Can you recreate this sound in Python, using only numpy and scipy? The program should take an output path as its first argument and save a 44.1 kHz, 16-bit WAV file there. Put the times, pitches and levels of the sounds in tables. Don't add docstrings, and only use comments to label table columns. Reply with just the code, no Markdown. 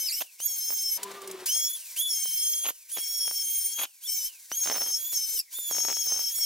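import sys
import numpy as np
from scipy import signal
from scipy.fft import rfft, irfft
from scipy.io import wavfile

SR = 44100
rng = np.random.default_rng(int(sys.argv[2]) if len(sys.argv) > 2 else 0)


def to_wav(sig):
    pcm = np.clip(np.atleast_2d(sig), -1, 1) * 32767
    pcm = np.round(pcm).astype(np.int16)
    wavfile.write(sys.argv[1], SR, pcm.T)


N = 284440
TIME = np.arange(N) / SR

# on_s, off_s, shaft_db, flute_db, third_db, fourth_db, air_db, coasting_air_db, starting_kick_db
PASSES = [(-.2, 0.222, -51.5, -40, -48, -43.5, -39, -50.5, -5),
          (0.382, 0.975, -53.5, -42.5, -48, -46.5, -40.5, -75, 8),
          (1.446, 1.755, -43.5, -47.5, -48.5, -49.5, -38.5, -40.5, 15),
          (1.952, 2.702, -44, -41, -42, -50, -39.5, -51.5, 14),
          (2.881, 3.846, -45.5, -39, -41, -47.5, -40, -54, -6),
          (4.007, 4.282, -53.5, -47.5, -54, -56, -41, -47.5, 6.5),
          (4.493, 5.405, -52.5, -40, -49, -48.5, -39.5, -55.5, 9),
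          (5.502, 6.6, -50, -36.5, -47, -47.5, -38, -55, -8)]
# start_s, end_s, pitch_hz, chatter_start_db, chatter_end_db, sideband_db, flute_boost_db
CUTS = [(-.02, 0.21, 5400, -40, -39, -44, 3.5), (0.479, 0.969, 5390, -45, -36.5, -45.5, 3.5),
        (1.477, 1.678, 5410, -35.5, -35, -44.5, 9), (2.096, 2.217, 5375, -27.5, -38.5, -44.5, 2),
        (2.213, 2.596, 5420, -44, -41.5, -44, 0), (2.977, 3.424, 5430, -39.5, -33.5, -47.5, -3.5),
        (3.432, 3.742, 5420, -46, -42, -45, 1.5), (4.076, 4.284, 5470, -34.5, -44, -43, 8.5),
        (4.604, 4.979, 5436, -43, -35, -47.5, 5.5), (5.131, 5.263, 5443, -33, -33, -44, 8.5),
        (5.277, 5.408, 5396, -38, -41, -40.5, 5.5), (5.717, 6.316, 5450, -38, -32, -49, 2),
        (6.351, 6.489, 5420, -37, -22, -41, -4)]


def undb(db):
    return 10 ** (np.asarray(db) / 20)


def unit(x):
    return x / np.sqrt(np.mean(x ** 2) + 1e-20)


def curves(table):
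    times, *columns = np.transpose(table)
    return [np.interp(TIME, times, column) for column in columns]


def since(start):
    return np.maximum(TIME - start, 0)


def held(times, values):
    return values[np.maximum(np.searchsorted(times, TIME) - 1, 0)]


def gate(start, end, edge_s=0.019):
    return np.clip(np.minimum(TIME - start, end - TIME) / edge_s + .5, 0, 1)


def walk(rate_hz):
    steps = rng.standard_normal(N // 32)
    return 1.456 * np.interp(TIME * rate_hz, np.arange(len(steps)), steps)


def colour(x, eq, size=2048):
    hz, db = np.transpose(eq)
    bins_hz = np.maximum(np.fft.rfftfreq(size, 1 / SR), 1)
    gain = undb(np.interp(np.log(bins_hz), np.log(hz), db))
    cepstrum = irfft(np.log(gain))
    cepstrum[1:size // 2] *= 2
    cepstrum[size // 2 + 1:] = 0
    return signal.fftconvolve(x, irfft(np.exp(rfft(cepstrum))))[:N]


def noise(eq):
    return unit(colour(rng.standard_normal(N), eq))


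def bell_eq(x, bands, q):
    return x + sum((undb(db) - 1) * signal.lfilter(*signal.iirpeak(hz, q, fs=SR), x) for hz, db in bands)


def turning(hz):
    return 2 * np.pi * np.cumsum(hz) / SR


def partial(phase, rough, flutter_db=2.5, rough_hz=700, swell_db=2):
    skirt = walk(rough_hz) * np.sin(phase) + walk(rough_hz) * np.cos(phase)
    tone = (np.sin(phase) + rough * skirt) / np.sqrt(.5 + rough ** 2)
    return undb(flutter_db * walk(80) + swell_db * walk(16)) * tone


def blows(hits, eq, ring_s, ring):
    out, t = np.zeros(N), TIME[:2048]
    for start_s, db in hits:
        start = int(start_s * SR)
        push = ring * rng.standard_normal(len(t)) * np.exp(-t / ring_s)
        push[0] += 1
        hit = colour(push, eq)[:N - start]
        out[start:start + len(hit)] += undb(db) * hit / np.abs(hit).max()
    return out


def spindle(spin_up_s=.022, coast_s=.38, switch_s=.012, free_hz=3577, sag_hz=278):
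    # time_s, speed_hz
    speed_curves = [
        [(0, 3110), (.068, 3030), (.108, 2080), (.13, 2686), (.22, 3205)],
        [(.457, 3380), (.613, 3134), (.666, 3180), (.88, 3155), (.945, 3060), (.974, 3070)],
        [(1.52, 3192), (1.58, 3270), (1.65, 3314), (1.75, 3410)],
        [(2.055, 3450), (2.09, 3426), (2.13, 3265), (2.22, 3150), (2.357, 3136), (2.43, 3217), (2.65, 3252),
         (2.71, 3365)],
        [(2.947, 3480), (2.985, 3265), (3.02, 3303), (3.057, 3206), (3.11, 3313), (3.21, 3280), (3.29, 3220),
         (3.47, 3185), (3.54, 3240), (3.6, 3167), (3.84, 3294)],
        [(4.071, 3560), (4.079, 3098), (4.163, 3137), (4.218, 2956), (4.285, 3146)],
        [(4.576, 3320), (4.64, 3240), (4.7, 3124), (4.931, 3177), (5.11, 3458), (5.176, 3146), (5.28, 3053),
         (5.364, 3112), (5.41, 2607)],
        [(5.571, 3623), (5.687, 3419), (5.733, 3228), (5.85, 3237), (6.0, 3242), (6.098, 3128), (6.322, 3207),
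         (6.348, 3390), (6.44, 3237)],
    ]
    speed, power = np.zeros(N), np.zeros(N)
    for (on, off, *_), curve in zip(PASSES, speed_curves):
        aim, = curves(curve)
        running = aim + (np.interp(on, TIME, speed) - aim) * np.exp(-since(on) / spin_up_s)
        speed = np.where(TIME >= on, running * np.exp(-since(off) / coast_s), speed)
        power += (1 - np.exp(-since(on) / switch_s)) * np.exp(-since(off) / switch_s)
    load = np.clip((free_hz - speed) / sag_hz, 0, 1)
    strain = power * np.clip((3000 - speed) / 500, 0, 1)
    grain_wobble = .003 * power * load * walk(28)
    return speed * (1 + grain_wobble), power, 1 - load, strain


def levels(power, free, strain, kick_s=.08, fade_db_per_s=42):
    on, off, *driven_db, air_db, coast_db, kick_db = np.transpose(PASSES)
    free_db, free_air_db = [9, -6.5, 6.5, 3], -3.5
    strain_tone_db, strain_air_db = -1, -2.5
    idle_db = [-12.5, -34, -17, -24]
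    singing = power ** 2.1
    kick = held(on, kick_db) * np.exp(-since(held(on, on)) / kick_s)
    effort = strain * strain_tone_db + kick
    coasting = held(off, coast_db)
    fading = coasting - fade_db_per_s * since(held(off, off))
    tones_db = [singing * (held(on, db) + free * freed + effort) + (1 - singing) * (fading + idle)
                for db, freed, idle in zip(driven_db, free_db, idle_db)]
    blowing = held(on, air_db) + free * free_air_db + strain * strain_air_db
    return tones_db, power * blowing + (1 - power) * coasting


def whine(turn, rough, tones_db, cutting, entries):
    shaft_db, flute_db, third_db, fourth_db = tones_db
    *_, boost_db = np.transpose(CUTS)
    out = undb(shaft_db) * partial(turn, rough)
    out += undb(flute_db + cutting * held(entries, boost_db)) * partial(2 * turn, rough)
    out += undb(third_db) * partial(3 * turn, 2 * rough)
    out += undb(fourth_db - 2.2 * cutting) * partial(4 * turn, 2 * rough)
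    return out + undb(fourth_db - 6.5 - 3 * cutting) * sum(partial(k * turn, 2 * rough) for k in (5, 6))


def bearings(turn, rough):
    orders = [1.82, 2.1, 3.1]
    return sum(partial(order * turn, 2 * rough) for order in orders)


def chatter(speed, turn, rough, strain, entries, usual_speed_hz=3200):
    starts, ends, cut_hz, start_db, end_db, side_db, _ = np.transpose(CUTS)
    level_db = np.interp(TIME, np.ravel([starts, ends], "F"), np.ravel([start_db, end_db], "F"))
    pitch_hz = held(entries, cut_hz) + .9 * (speed - usual_speed_hz)
    shake = turning(pitch_hz * (1 + (0.00228 + 0.0137 * strain) * walk(300)))
    squeal = undb(level_db) * partial(shake, rough)
    # phases, level_db
    families = [([shake + k * turn for k in (1, 2, 3)], -3),
                ([k * turn - shake for k in (4, 5)], -8),
                ([2 * shake + k * turn for k in (-1, 0, 1)], -9),
                ([2 * shake - 2 * turn, 3 * turn - shake], -18),
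                ([shake - turn], -19)]
    for phases, db in families:
        sidebands = sum(partial(phase, 2 * rough, flutter_db=3) for phase in phases)
        squeal += undb(held(entries, side_db) + db) * sidebands
    return squeal


def router(speed, power, strain, tones_db, air_db, cut_edge_s=.03):
    # pitch_hz, boost_db
    plate = [(9750, 2), (11900, 4.5), (13350, 10), (15000, 5)]
    rough = .08 + .7 * strain + .39 * (1 - power)
    turn = turning(speed * (1 + (0.00098 + 0.013 * strain) * walk(400)))
    starts, ends, *_ = np.transpose(CUTS)
    entries = starts - cut_edge_s / 2
    cutting = sum(gate(start, end, cut_edge_s) for start, end in zip(starts, ends))
    tones = whine(turn, rough, tones_db, cutting, entries)
    tones += power * undb(air_db - 24) * bearings(turn, rough)
    tones += cutting * chatter(speed, turn, rough, strain, entries)
    return bell_eq(tones, plate, q=38)


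def air(air_db, attack_s=.0027, decay_s=.031):
    # start_s, level_db
    sprays = [(.2, -38), (1.457, -22), (1.962, -27), (3.8, -40), (4.63, -27.5), (5.12, -29.5)]
    # frequency_hz, gain_db
    rush_eq = [(30, -42), (100, -37), (200, -21), (400, -13.5), (1400, -13.5), (2300, -3), (4500, 4.5),
               (5800, 8.5), (8500, 6.5), (12000, 6), (16000, 5)]
    # frequency_hz, gain_db
    hiss_bands = [(1020, 11.5), (1560, 11), (1880, 4), (2280, 4), (2850, -9.5), (3750, 0), (4420, 1)]
    chips = sum(undb(db) * (1 - np.exp(-since(s) / attack_s)) * np.exp(-since(s) / decay_s)
                for s, db in sprays)
    envelope = np.hypot(undb(air_db), chips) * undb(-3 + 0.93 * walk(70))
    return envelope * bell_eq(noise(rush_eq), hiss_bands, q=18)


def wood(cracks_per_s=300):
    # start_s, peak_db
    knocks = [(.213, -29.5), (.402, -29), (.705, -24), (.724, -30.5), (1.563, -29), (2.257, -28.5),
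              (2.692, -22), (2.706, -24.5), (2.973, -20.5), (2.984, -21.5), (3.279, -23), (3.312, -24),
              (3.798, -25.5), (4.517, -16.5), (4.658, -23), (4.673, -19.5), (4.6995, -12.5), (4.755, -22.5),
              (4.774, -30), (4.819, -19), (5.131, -30), (5.587, -30), (5.712, -22.5), (5.751, -26),
              (5.784, -19), (5.851, -19), (5.885, -18.5), (5.97, -24), (6.07, -30.5), (6.122, -23),
              (6.193, -24.5), (6.23, -47), (6.386, -31.5)]
    # start_s, end_s, level_db
    splinters = [(0.69, 0.737, -55), (3.251, 3.335, -61), (4.656, 4.783, -41), (4.78, 4.914, -51),
                 (5.702, 5.821, -49), (5.83, 5.93, -43), (6.049, 6.242, -51.5)]
    # start_s, end_s, level_db
    scrapes = [(0.204, 0.224, -37.5), (2.641, 2.669, -39), (2.664, 2.708, -41), (2.957, 3.001, -46.5),
               (3.779, 3.854, -37)]
    # frequency_hz, gain_db
    board_eq = [(30, -35), (80, -18.5), (170, -10.5), (350, -0.5), (800, 2), (2500, -5), (6000, -7.5),
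                (16000, -71)]
    # frequency_hz, gain_db
    scrape_eq = [(30, -25), (100, -28), (300, -4.5), (800, 3.5), (1800, -2), (3200, 7.5), (4800, -6.5),
                 (7000, -2.5), (16000, -67)]
    out = blows(knocks, board_eq, ring_s=.002, ring=.05)
    cracks = (rng.random(N) < cracks_per_s / SR) * rng.standard_normal(N)
    crackle = unit(colour(cracks, board_eq))
    out += crackle * sum(undb(db) * gate(start, end) for start, end, db in splinters)
    friction = rng.standard_normal(N) * undb(3 * walk(400))
    rub = unit(colour(friction, scrape_eq))
    return out + rub * sum(undb(db) * gate(start, end) for start, end, db in scrapes)


def ticks():
    # start_s, peak_db
    hits = [(.402, -29.5), (1.031, -18), (1.115, -32.5), (1.218, -33), (1.275, -28.5), (1.312, -28),
            (1.459, -34), (2.917, -28)]
    # frequency_hz, gain_db
    tick_eq = [(100, -29), (8000, 15), (16000, 5)]
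    return blows(hits, tick_eq, ring_s=.006, ring=.42)


def drone():
    # time_s, pitch_hz, tone_db, third_harmonic_db, noise_db
    hum = [(0.973, 420, -82, -73, -45.5), (1.06, 394.8, -42.5, -53, -45), (1.19, 398, -51, -52.5, -48),
           (1.298, 382, -42, -57, -45.5), (1.466, 367, -52.5, -68, -51)]
    # time_s, pitch_hz, level_db
    note = [(.975, 930, -55), (1.06, 1008, -43.5), (1.14, 1040, -65.5)]
    # frequency_hz, gain_db
    drone_eq = [(30, -38), (90, -9.5), (200, -5), (420, 6), (1000, 3.5), (4000, -1.5), (16000, -11.5)]
    hz, tone_db, third_db, noise_db = curves(hum)
    note_hz, note_db = curves(note)
    phase = turning(hz * (1 + 0.00545 * walk(59.3)))
    tones = [(phase / 2, tone_db - 21.5), (phase, tone_db), (3 * phase, third_db),
             (turning(note_hz), note_db)]
    out = sum(undb(db) * partial(p, rough=.15, rough_hz=100) for p, db in tones)
    out += undb(noise_db + 2 * walk(69.85)) * noise(drone_eq)
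    return out * gate(hum[0][0], hum[-1][0])


def workshop(x, early_s=.003, tail_s=.025, tail_db=-18, ear_lag_s=.000015, size=4096):
    # frequency_hz, side_db
    width_eq = [(30, 15), (120, -19.5), (280, -17), (1000, -15.5), (5500, -13), (9000, 1), (16000, -1.5)]
    here, there, late_left, late_right = rng.standard_normal((4, size))

    def reflect(pattern, decay_s):
        response = pattern * np.exp(-TIME[:size] / decay_s)
        return signal.fftconvolve(x, response / np.linalg.norm(response))[:N]
    place = 0.42 * walk(9)
    early = np.cos(place) * reflect(here, early_s) + np.sin(place) * reflect(there, early_s)
    side = colour(early, width_eq)
    side += ear_lag_s * SR * walk(4) * np.gradient(x) / 2
    tail = np.array([reflect(late_left, tail_s), reflect(late_right, tail_s)])
    return np.array([x + side, x - side]) + undb(tail_db) * tail


def scene(diffuse_db=-15.5):
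    speed, power, free, strain = spindle()
    tones_db, air_db = levels(power, free, strain)
    near = ticks() + router(speed, power, strain, tones_db, air_db) + air(air_db) + wood() + drone()
    return workshop(near) + undb(diffuse_db) * np.array([air(air_db), air(air_db)])


def record(dry, top_hz=15750):
    return signal.sosfilt(signal.ellip(10, .2, 80, top_hz, fs=SR, output="sos"), dry)


dry = scene()
out = record(dry)
to_wav(out)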